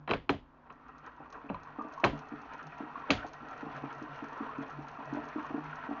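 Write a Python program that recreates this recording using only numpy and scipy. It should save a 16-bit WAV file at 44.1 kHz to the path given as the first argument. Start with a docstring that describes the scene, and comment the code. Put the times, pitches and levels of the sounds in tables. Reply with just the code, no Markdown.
"""A small room, where a bicycle stands on a direct-drive trainer. The pedal clacks as a shoe finds it and the
chain takes up, then the flywheel gathers speed. Belt and chain grind: random contacts excite the resonances of
the housing. The drive knocks softly as damped modes with a rebound; the chain clinks and ticks on the sprockets
and rustles as coloured noise. The frame drones as a narrow resonance, dry metal squeaks briefly as a wavering
tone, and faint air noise and a steady hum lie beneath."""
import sys
import numpy as np
from scipy import signal
from scipy.fft import rfft, irfft
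from scipy.io import wavfile

SR = 44100
rng = np.random.default_rng(int(sys.argv[2]) if len(sys.argv) > 2 else 0)


def store_wav(level_fs):
    """Save 16-bit WAV to argv[1]."""
    pcm = np.round(np.clip(np.atleast_2d(level_fs), -1, 1) * 32767)
    wavfile.write(sys.argv[1], SR, pcm.T.astype(np.int16))


N = 264600
TIME = np.arange(N) / SR
SHORT = TIME[:SR // 2]   # half a second, the span of every impulse response
CUTOFF_HZ = 7050   # upper edge of the sound's band

# knocks of the drive, about five a second at speed, plus the thuds that lead into the clacks at 2.04 s and 3.10
# s: start_s, level_db, hollow_overtone_db, rebound_after_s
KNOCK_EVENTS = [(1.202, -47.5, -44.5, 0.02), (1.442, -44, -53.5, .021), (1.785, -32.5, -39.5, 0.019),
                (1.846, -38.5, -46, 0.019), (2.035, -26.5, -25.5, 0.04), (2.131, -36.5, -41, 0.018),
                (2.318, -33, -52.5, 0.017), (2.802, -34, -43, 0.029), (3.097, -27, -27, .021),
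                (3.245, -40, -39, .015), (3.427, -44.5, -58, 0.019), (3.627, -32.5, -44, 0.037),
                (3.834, -32, -47, .019), (4.016, -37.5, -58, 0.019), (4.224, -37, -52, 0.018),
                (4.405, -30.5, -50, 0.018), (4.585, -33, -53, 0.022), (4.786, -38, -60, 0.019),
                (4.986, -41, -44, 0.019), (5.126, -31, -40, .021), (5.169, -31, -34.5, 0.017),
                (5.359, -31.5, -43.5, 0.022), (5.504, -37, -46, 0.019), (5.542, -30.5, -37.5, 0.036),
                (5.888, -35, -45, .021), (5.909, -35.5, -38, 0.014)]


def from_db(db):
    """Decibels to amplitude gain: 20 dB per factor of ten."""
    return 10 ** (np.asarray(db) / 20)


def rms_one(x):
    """Normalisation to unit mean power."""
    return x / np.sqrt(np.mean(x ** 2) + 1e-20)


def at_hz(points, hz):
    """Linear interpolation of a curve on a log-frequency axis."""
    f, value = np.transpose(points)
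    return np.interp(np.log(np.maximum(hz, 1)), np.log(f), value)


def coloured(x, spectrum):
    """Spectral shaping: each frequency is weighted by a smooth curve, then the rms is set to 1."""
    hz = np.fft.rfftfreq(len(x), 1 / SR)
    gain = from_db(at_hz(spectrum, hz)) * (hz < CUTOFF_HZ + 500)
    return rms_one(irfft(rfft(x) * gain, len(x)))


def drift(rate_hz):
    """Low-passed random fluctuation of rms 1, its amplitude response halved at rate_hz."""
    hz = np.fft.rfftfreq(N, 1 / SR)
    return rms_one(irfft(rfft(rng.standard_normal(N)) / (1 + (hz / rate_hz) ** 2), N))


def dying(t60):
    """Exponential decay by 60 dB in t60 seconds."""
    return np.exp(-np.log(1000) * SHORT / max(t60, 1e-3))


def swell(s, length_s):
    """Gaussian rise and fall around a moment, down to 1/e at length_s either side."""
    return np.exp(-((TIME - s) / length_s) ** 2)


def clicks(times, db):
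    """Ideal impact: one impulse per contact."""
    out = np.zeros(N)
    np.add.at(out, np.round(np.asarray(times) * SR).astype(int), from_db(db))
    return out


def grains(per_s, spread_db):
    """Random impulse train: small contacts at chance moments, uneven in size and of either sign."""
    sizes = from_db(spread_db * np.minimum(rng.exponential(1, N), 4)) * rng.choice([-1, 1], N)
    return rms_one(sizes * (rng.random(N) < per_s / SR))


def through(x, response):
    """Linear system: convolution of a signal with an impulse response."""
    return signal.oaconvolve(x, response)[:N]


def room(x, wet_db, t60=0.5):
    """Reverberation: direct sound plus a dense decaying tail that begins after 5 ms."""
    tail = rng.standard_normal(SR // 2) * dying(t60) * (SHORT > .005)
    return x + from_db(wet_db) * through(x, tail / np.linalg.norm(tail))


def ringing(modes):
    """Modal superposition: the decaying sines of a struck part, alternating in sign."""
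    out = 0
    for k, (hz, db, t60) in enumerate(modes):
        out = out + (-1) ** k * from_db(db) * dying(t60) * np.sin(2 * np.pi * hz * SHORT)
    return out


def struck(times, levels_db, modes, uneven_db, detune):
    """Modal excitation: each blow feeds the modes in its own proportions and at slightly shifted pitches."""
    out = np.zeros(N + SR // 2)
    for s, level_db in zip(times, levels_db):
        chance = rng.standard_normal((len(modes), 2))
        blow = [(hz * (1 + detune * a), db + level_db + uneven_db * b, t60)
                for (hz, db, t60), (a, b) in zip(modes, chance)]
        start = round(s * SR)
        out[start:start + SR // 2] += ringing(blow)
    return out[:N]


def still_room():
    """Stationary background: coloured air noise and a sum of steady hum tones."""
    # air noise spectrum: pitch_hz, level_db
    still_air = [(25, -9.5), (60, 2), (100, -14), (170, -26.5), (260, 4), (400, -12.5), (1000, -7),
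                 (2500, -29), (7000, -48.5)]
    # steady hum: pitch_hz, rms_db
    hum_tones = [(59, -76), (150, -71), (243, -71)]
    hum = sum(np.sqrt(2) * from_db(db) * np.sin(2 * np.pi * (hz * TIME + rng.random()))
              for hz, db in hum_tones)
    return hum + from_db(-61.5) * coloured(rng.standard_normal(N), still_air)


def drone(effort_db):
    """Narrow-band resonance: the flywheel keeps the frame murmuring; now and then it swells into a clear tone."""
    # swells of the frame resonance: centre_s, length_s (before scaling), pitch_hz, level_db
    frame_swells = [(0.007, 0.098, 148, -54), (1.217, 0.037, 149, -56.5), (2.143, 0.089, 149, -45.5),
                    (2.366, 0.062, 145.3, -55), (2.675, 0.043, 152, -49.5), (3.662, 0.06, 150, -52.5),
                    (3.772, 0.034, 140.7, -48), (3.844, .04, 141, -47.5), (3.978, 0.042, 143, -50.5),
                    (4.12, 0.045, 142.5, -50.5), (4.62, 0.039, 140.3, -50.5), (4.792, .08, 144, -49),
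                    (5.124, 0.062, 140.5, -46.5), (5.66, 0.2, 152.4, -51)]
    centre_hz, width_hz = 146.8, 6.1
    level_db, follows = -66, 1   # level at zero effort; dB per dB of effort
    phase = 2 * np.pi * centre_hz * TIME
    # two independent drifts in quadrature make a narrow band of noise
    murmur = drift(width_hz) * np.sin(phase) + drift(width_hz) * np.cos(phase)
    tones = 0
    for s, length_s, hz, db in frame_swells:
        tone = np.sin(2 * np.pi * (hz * TIME + rng.random()))
        tones = tones + from_db(db) * swell(s, 0.72 * length_s) * tone
    return from_db(level_db + follows * effort_db) * murmur + np.sqrt(2) * tones


def rattle(gap_s=0.014, length_s=0.015):
    """Repeated impact: loose parts bounce in unevenly spaced aftershocks; an envelope of mean power 1."""
    moments = np.cumsum(rng.uniform(.4, 1.6, size=60) * gap_s)
    age = SHORT - np.r_[0, moments][np.searchsorted(moments, SHORT)]
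    return rms_one(.5 + np.exp(-age / length_s))


def clack_colour(hz, thud_db, crack_db, brightness):
    """Contact spectrum: a thud below, a crack above, tilted by the hardness of the contact."""
    # colour common to all clacks: pitch_hz, level_db
    clack_trim = [(35, -2), (120, -2), (200, -7), (400, -7), (650, -7), (1100, -3), (1600, -3.5),
                  (2200, -4), (3200, -2), (4500, -12), (6300, -22.5)]
    thud_top_hz, crack_foot_hz, pivot_hz = 330, 1080, 2720   # thud gives way to crack between the first two
    thud_db_per_octave, crack_db_per_octave = 5.5, -6
    thud = thud_db + thud_db_per_octave * min(np.log2(hz / thud_top_hz), 0)
    khz_above = (hz - pivot_hz) / 1000
    crack = crack_db + crack_db_per_octave * np.log2(hz / pivot_hz) + brightness * khz_above
    return at_hz([(thud_top_hz, thud), (crack_foot_hz, crack)], hz) + at_hz(clack_trim, hz)


def frame_ring(s, thud_db, thud_hz):
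    """Selective modal excitation: where a blow lands decides which frame modes ring most."""
    # ringing of the frame: pitch_hz, level_db, t60_s
    frame_modes = [(45.2, -17.5, 0.25), (74, -25.5, 0.24), (102, -12.5, 0.43), (164, -14, 0.27),
                   (206, -7, 0.15), (279.4, -2.5, 0.15), (385.7, 0, 0.067), (425, -3.5, 0.048),
                   (462.5, -10, 0.13), (505, -8, 0.035), (580, -18, 0.097)]
    off_pitch_db_per_octave = -11   # modes far from the thud's pitch ring less
    modes = [(hz, db + off_pitch_db_per_octave * abs(np.log2(hz / thud_hz)), t60)
             for hz, db, t60 in frame_modes]
    return struck([s], [thud_db + 0.5], modes, uneven_db=2.0, detune=0.022)


def clacks():
    """Broadband impact: each hard contact is a short crack, a rattling tail and the ring of frame and metal."""
    # pedal and frame contacts: start_s, thud_db, thud_pitch_hz, crack_db, brightness_db_per_khz
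    contacts = [(0.076, -41, 170, -43.5, -6), (0.092, -35, 170, -40, -4), (0.101, -24.5, 420, -39.5, -0.5),
                (0.11, -23.5, 450, -29, -1), (0.135, -26.5, 423, -32.5, 0),
                (0.293, -20.5, 400, -27.5, -0.5), (0.3, -30, 270, -57, 10.5),
                (0.702, -53, 400, -57.5, -5.5), (1.499, -27.5, 185, -53, -8), (1.544, -44, 404, -53, -4),
                (2.04, -23.5, 280, -23, -2), (2.046, -17.5, 373, -32, 5.5), (3.104, -20, 209, -20.5, 4.5)]
    # decay of the first crack: pitch_hz, t60_s
    crack_t60 = [(60, 0.3), (300, 0.01), (1000, 0.038), (2600, 0.034), (6000, 0.063)]
    # level of the tail against the crack: pitch_hz, level_db
    tail_level = [(60, -16.5), (300, -2), (700, -4), (1300, -9.5), (2800, -10.5), (6000, -10.5)]
    # decay of the tail: pitch_hz, t60_s
    tail_t60 = [(60, 0.29), (300, 0.21), (1000, 0.12), (2600, 0.26), (6000, 0.23)]
    # ringing of crank, chain and sprockets: pitch_hz, level_db, t60_s
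    metal_modes = [(1230, -3.5, 0.048), (1256, -52, 0.027), (1970, -23.5, 0.073), (2250, 5.5, 0.052),
                   (2574, 11.5, 0.019), (3120, -1.5, 0.05), (3510, -16, 0.014), (4060, -3, 0.05),
                   (3880, -40.5, 0.047)]
    out = np.zeros(N)
    shakes = [rattle() for row in contacts]
    edges = np.geomspace(28, 7000, 17)
    for low, high in zip(edges, edges[1:]):
        hz = np.sqrt(low * high)
        skirt = signal.butter(2, 1.3 * high, fs=SR, output="sos")   # steepens the upper edge
        band = np.vstack([signal.butter(2, [low, high], "band", fs=SR, output="sos"), skirt])
        crack = dying(at_hz(crack_t60, hz))
        tail = from_db(at_hz(tail_level, hz)) * dying(at_hz(tail_t60, hz))
        for (s, thud_db, _, crack_db, brightness), shake in zip(contacts, shakes):
            envelope = np.hypot(crack, tail * shake)
            burst = signal.sosfilt(band, rng.standard_normal(SR // 2) * envelope)
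            burst /= np.sqrt(np.sum(burst ** 2) / (.02 * SR))   # energy of 20 ms at rms 1
            start = round(s * SR)
            gain = from_db(clack_colour(hz, thud_db, crack_db, brightness) - 11)
            out[start:start + SR // 2] += gain * burst
    # the thud shakes the frame; the crack rings the metal
    s, thud_db, thud_hz, crack_db, _ = np.transpose(contacts)
    frame = sum(map(frame_ring, s, thud_db, thud_hz))
    metal = struck(s, crack_db - 8, metal_modes, uneven_db=2.5, detune=0.013)
    return out + frame + metal


def surging(drive_db):
    """Power addition in dB: the steady drive, moments of harder rubbing and a jolt after each knock."""
    # the belt rubs harder for a moment: centre_s, length_s (before scaling), grinding_db
    surges = [(0.669, 0.014, -55.5), (0.716, 0.019, -56.5), (0.9, 0.016, -52.5), (1.071, 0.049, -48),
              (1.244, 0.07, -53), (1.363, 0.039, -46.5), (1.806, .06, -57), (1.923, 0.036, -53.5),
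              (4.446, 0.21, -48)]
    jolt_db, jolt_lag_s, jolt_s = -22.5, 0.018, 0.026   # each knock shakes the belt; dB against its level
    rubs = sum((from_db(db) * swell(s, 0.81 * length_s)) ** 2 for s, length_s, db in surges)
    jolts = sum((from_db(db + jolt_db) * swell(s + jolt_lag_s, jolt_s)) ** 2
                for s, db, *_ in KNOCK_EVENTS)
    return 10 * np.log10(from_db(drive_db) ** 2 + rubs + jolts)


def grinding(grind_db):
    """Source and filter: belt teeth and chain rollers patter on the housing, whose resonances whirr grittily."""
    # resonances of the housing: pitch_hz, width_hz, level_db
    housing = [(267, 34, 1), (436, 44, 0), (689, 91, 3), (793, 89, 3.5), (995, 115, 5.5), (1139, 64.5, 5.5),
               (1338, 166, 4.5), (1913, 88, -7), (2150, 110, -39.5), (2590, 130, -11), (2740, 120, -14)]
    # spectrum of the low rumble: pitch_hz, level_db
    rumble_colour = [(20, -3.5), (45, -2), (60, 10), (80, 9), (110, 20.5), (200, 16), (400, 8),
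                     (800, -25.5)]
    contacts = room(grains(per_s=1600, spread_db=2.5), wet_db=-4.0) * from_db(0.91 * drift(74))
    whirr = 0
    for k, (hz, width, db) in enumerate(housing):
        b, a = signal.iirpeak(hz, hz / width, SR)
        # the contact point wanders, so each resonance is fed unevenly
        uneven = from_db(db + 2.55 * drift(14))
        whirr = whirr + (-1) ** k * uneven * signal.lfilter(b, a, contacts)
    whirr = signal.sosfilt(signal.butter(4, 3100, fs=SR, output="sos"), whirr)
    rumble = coloured(rng.standard_normal(N), rumble_colour)
    return from_db(grind_db) * (from_db(0.73) * rms_one(whirr) + from_db(-18.5) * rumble)


def chain_hiss(effort_db):
    """Modulated noise: pins and plates rustle in quick, uneven little bursts, more as the drive speeds up."""
    # spectrum of the rustle: pitch_hz, level_db
    hiss = [(1500, 11), (2600, 10.5), (3350, 0.5), (3600, -0.5), (3850, -4.5), (4300, -0.5), (4900, -10.5),
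            (5900, -5.5), (6500, -16), (7100, -25.5)]
    level_db, follows = -62, 1.2   # level at zero effort; dB per dB of effort
    rustle = room(grains(per_s=1000, spread_db=-1.0) * from_db(2.4 * drift(42)), wet_db=-4.5)
    return from_db(level_db + follows * effort_db) * coloured(rustle, hiss)


def chain_contacts(effort_db):
    """Impact radiation: links seat on the teeth with a short clink; the derailleur cage adds bright ticks."""
    # links seating hard on the sprockets: start_s, level_db
    clink_events = [(0.697, -41.5), (0.863, -43.5), (0.948, -44), (1.18, -47.5), (1.204, -51), (1.258, -41),
                    (1.326, -42), (1.375, -39), (1.544, -31), (1.671, -36.5), (1.793, -29), (1.811, -28.5),
                    (1.976, -30), (1.998, -30.5), (2.955, -30), (3.038, -35.5), (3.672, -37),
                    (4.356, -35.5), (4.491, -32), (4.973, -33), (5.445, -31.5)]
    # ringing of the clinks: pitch_hz, level_db, t60_s
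    clink_modes = [(886, -8.5, 0.035), (1068, 1.5, 0.036), (1161, -11.5, 0.1), (1470, -23, 0.04)]
    # sharper ticks of the chain in the derailleur: start_s, level_db
    tick_events = [(0.8829, -63), (1.063, -55), (1.3022, -55), (1.3255, -48.5), (1.633, -53), (1.937, -50),
                   (2, -52), (2.191, -49), (2.535, -51), (2.628, -53.5), (3.2655, -49.5), (3.333, -47),
                   (3.9276, -52), (4.0255, -51), (5.287, -50)]
    # spectrum of a tick: pitch_hz, level_db
    tick_colour = [(800, -10), (2000, -2.5), (3500, 5), (4400, 5.5), (5000, 1), (6200, 6), (7200, -25.5)]
    s, db = np.transpose(clink_events)
    clinks = struck(s, db - 0.5, clink_modes, uneven_db=0.0, detune=0.06)
    # the sprocket's main resonance takes a few cycles to build up
    clinks = signal.lfilter(*signal.iirpeak(1070, 2.2, SR), clinks)
    # lighter ticks at random: rate and mean level at zero effort, dB per dB of effort
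    strays_per_s, stray_level_db, stray_follows = 14, -58.5, 0.42
    stray_db = stray_level_db + stray_follows * effort_db + 4.0 * rng.standard_normal(N)
    strays = from_db(stray_db) * (rng.random(N) < strays_per_s * from_db(effort_db) / SR)
    cage = from_db(-7.5) * coloured(rng.standard_normal(SR // 2), tick_colour) * dying(0.044)
    ticks = through(clicks(*np.transpose(tick_events)) + strays, cage)
    return room(clinks, wet_db=-6.5) + room(ticks, wet_db=-13.5)


def knocks(rebound_db=-6.0, hollow_ring_db=3.0):
    """Damped modes of a shell: play in the drive thumps the plastic, then a weaker rebound follows."""
    # ringing of the thump: pitch_hz, level_db, t60_s
    knock_modes = [(224.3, -6, 0.082), (287.2, 5, 0.072), (352.4, -1.5, 0.016), (437.4, -16, 0.34)]
    # ringing of the hollow overtone: pitch_hz, level_db, t60_s
    hollow_modes = [(576, -5, 0.038), (701, 0, 0.052), (847, -10, 0.15)]
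    s, level_db, hollow_db, rebound_s = np.transpose(KNOCK_EVENTS)
    thumps = hollow = 0
    for times, loss_db in ((s, 0), (s + rebound_s, rebound_db)):
        thumps = thumps + struck(times, level_db + loss_db, knock_modes, uneven_db=2.0, detune=0.021)
        overtone_db = hollow_db + loss_db + hollow_ring_db
        hollow = hollow + struck(times, overtone_db, hollow_modes, uneven_db=2.0, detune=0.1)
    # the small shell radiates no deep bass, the soft contact no treble
    shell = signal.butter(2, [141, 1400], "band", fs=SR, output="sos")
    return room(signal.sosfilt(shell, thumps + hollow), wet_db=-11)


def squeaks(width_s=0.0051):
    """Frequency modulation: dry metal slips for a moment, a rough, wavering tone that swells and stops."""
    # brief metallic squeaks: centre_s, pitch_hz, level_db
    slips = [(1.347, 1500, -47.5), (1.495, 2480, -45.5), (3.231, 1450, -39.5), (5.733, 1460, -37.5)]
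    waver = 1 + .06 * drift(300)
    out = 0
    for s, hz, db in slips:
        tone = np.sin(2 * np.pi * np.cumsum(hz * waver) / SR)
        out = out + from_db(db) * swell(s, width_s) * tone
    return out


def scene():
    """Superposition: one effort curve drives grinding, rustle, stray ticks and drone; the rest is added on top."""
    # effort of the drive as the flywheel gathers speed: time_s, grinding_db
    drive = [(0, -69), (0.25, -87), (0.5, -70), (0.75, -61.5), (1.0, -57), (1.15, -58.5), (1.65, -53.5),
             (2.25, -50.5), (2.7, -49.5), (3.0, -48), (3.3, -49), (3.7, -46), (4.4, -48), (4.7, -47.5),
             (6, -46.5)]
    drive_db = np.interp(TIME, *np.transpose(drive))
    effort_db = drive_db + 49   # zero effort is grinding at -49 dB, near full speed
    running = drone(effort_db) + grinding(surging(drive_db)) + chain_hiss(effort_db) + chain_contacts(effort_db)
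    return (still_room() + running + clacks() + knocks() + room(squeaks(), wet_db=-10.0))[None]


def record(dry):
    """Band limitation: a steep low-pass; nothing sounds above about 7 kHz."""
    return signal.sosfilt(signal.ellip(10, .3, 70, CUTOFF_HZ, fs=SR, output="sos"), dry)


dry = scene()
out = record(dry)
store_wav(out)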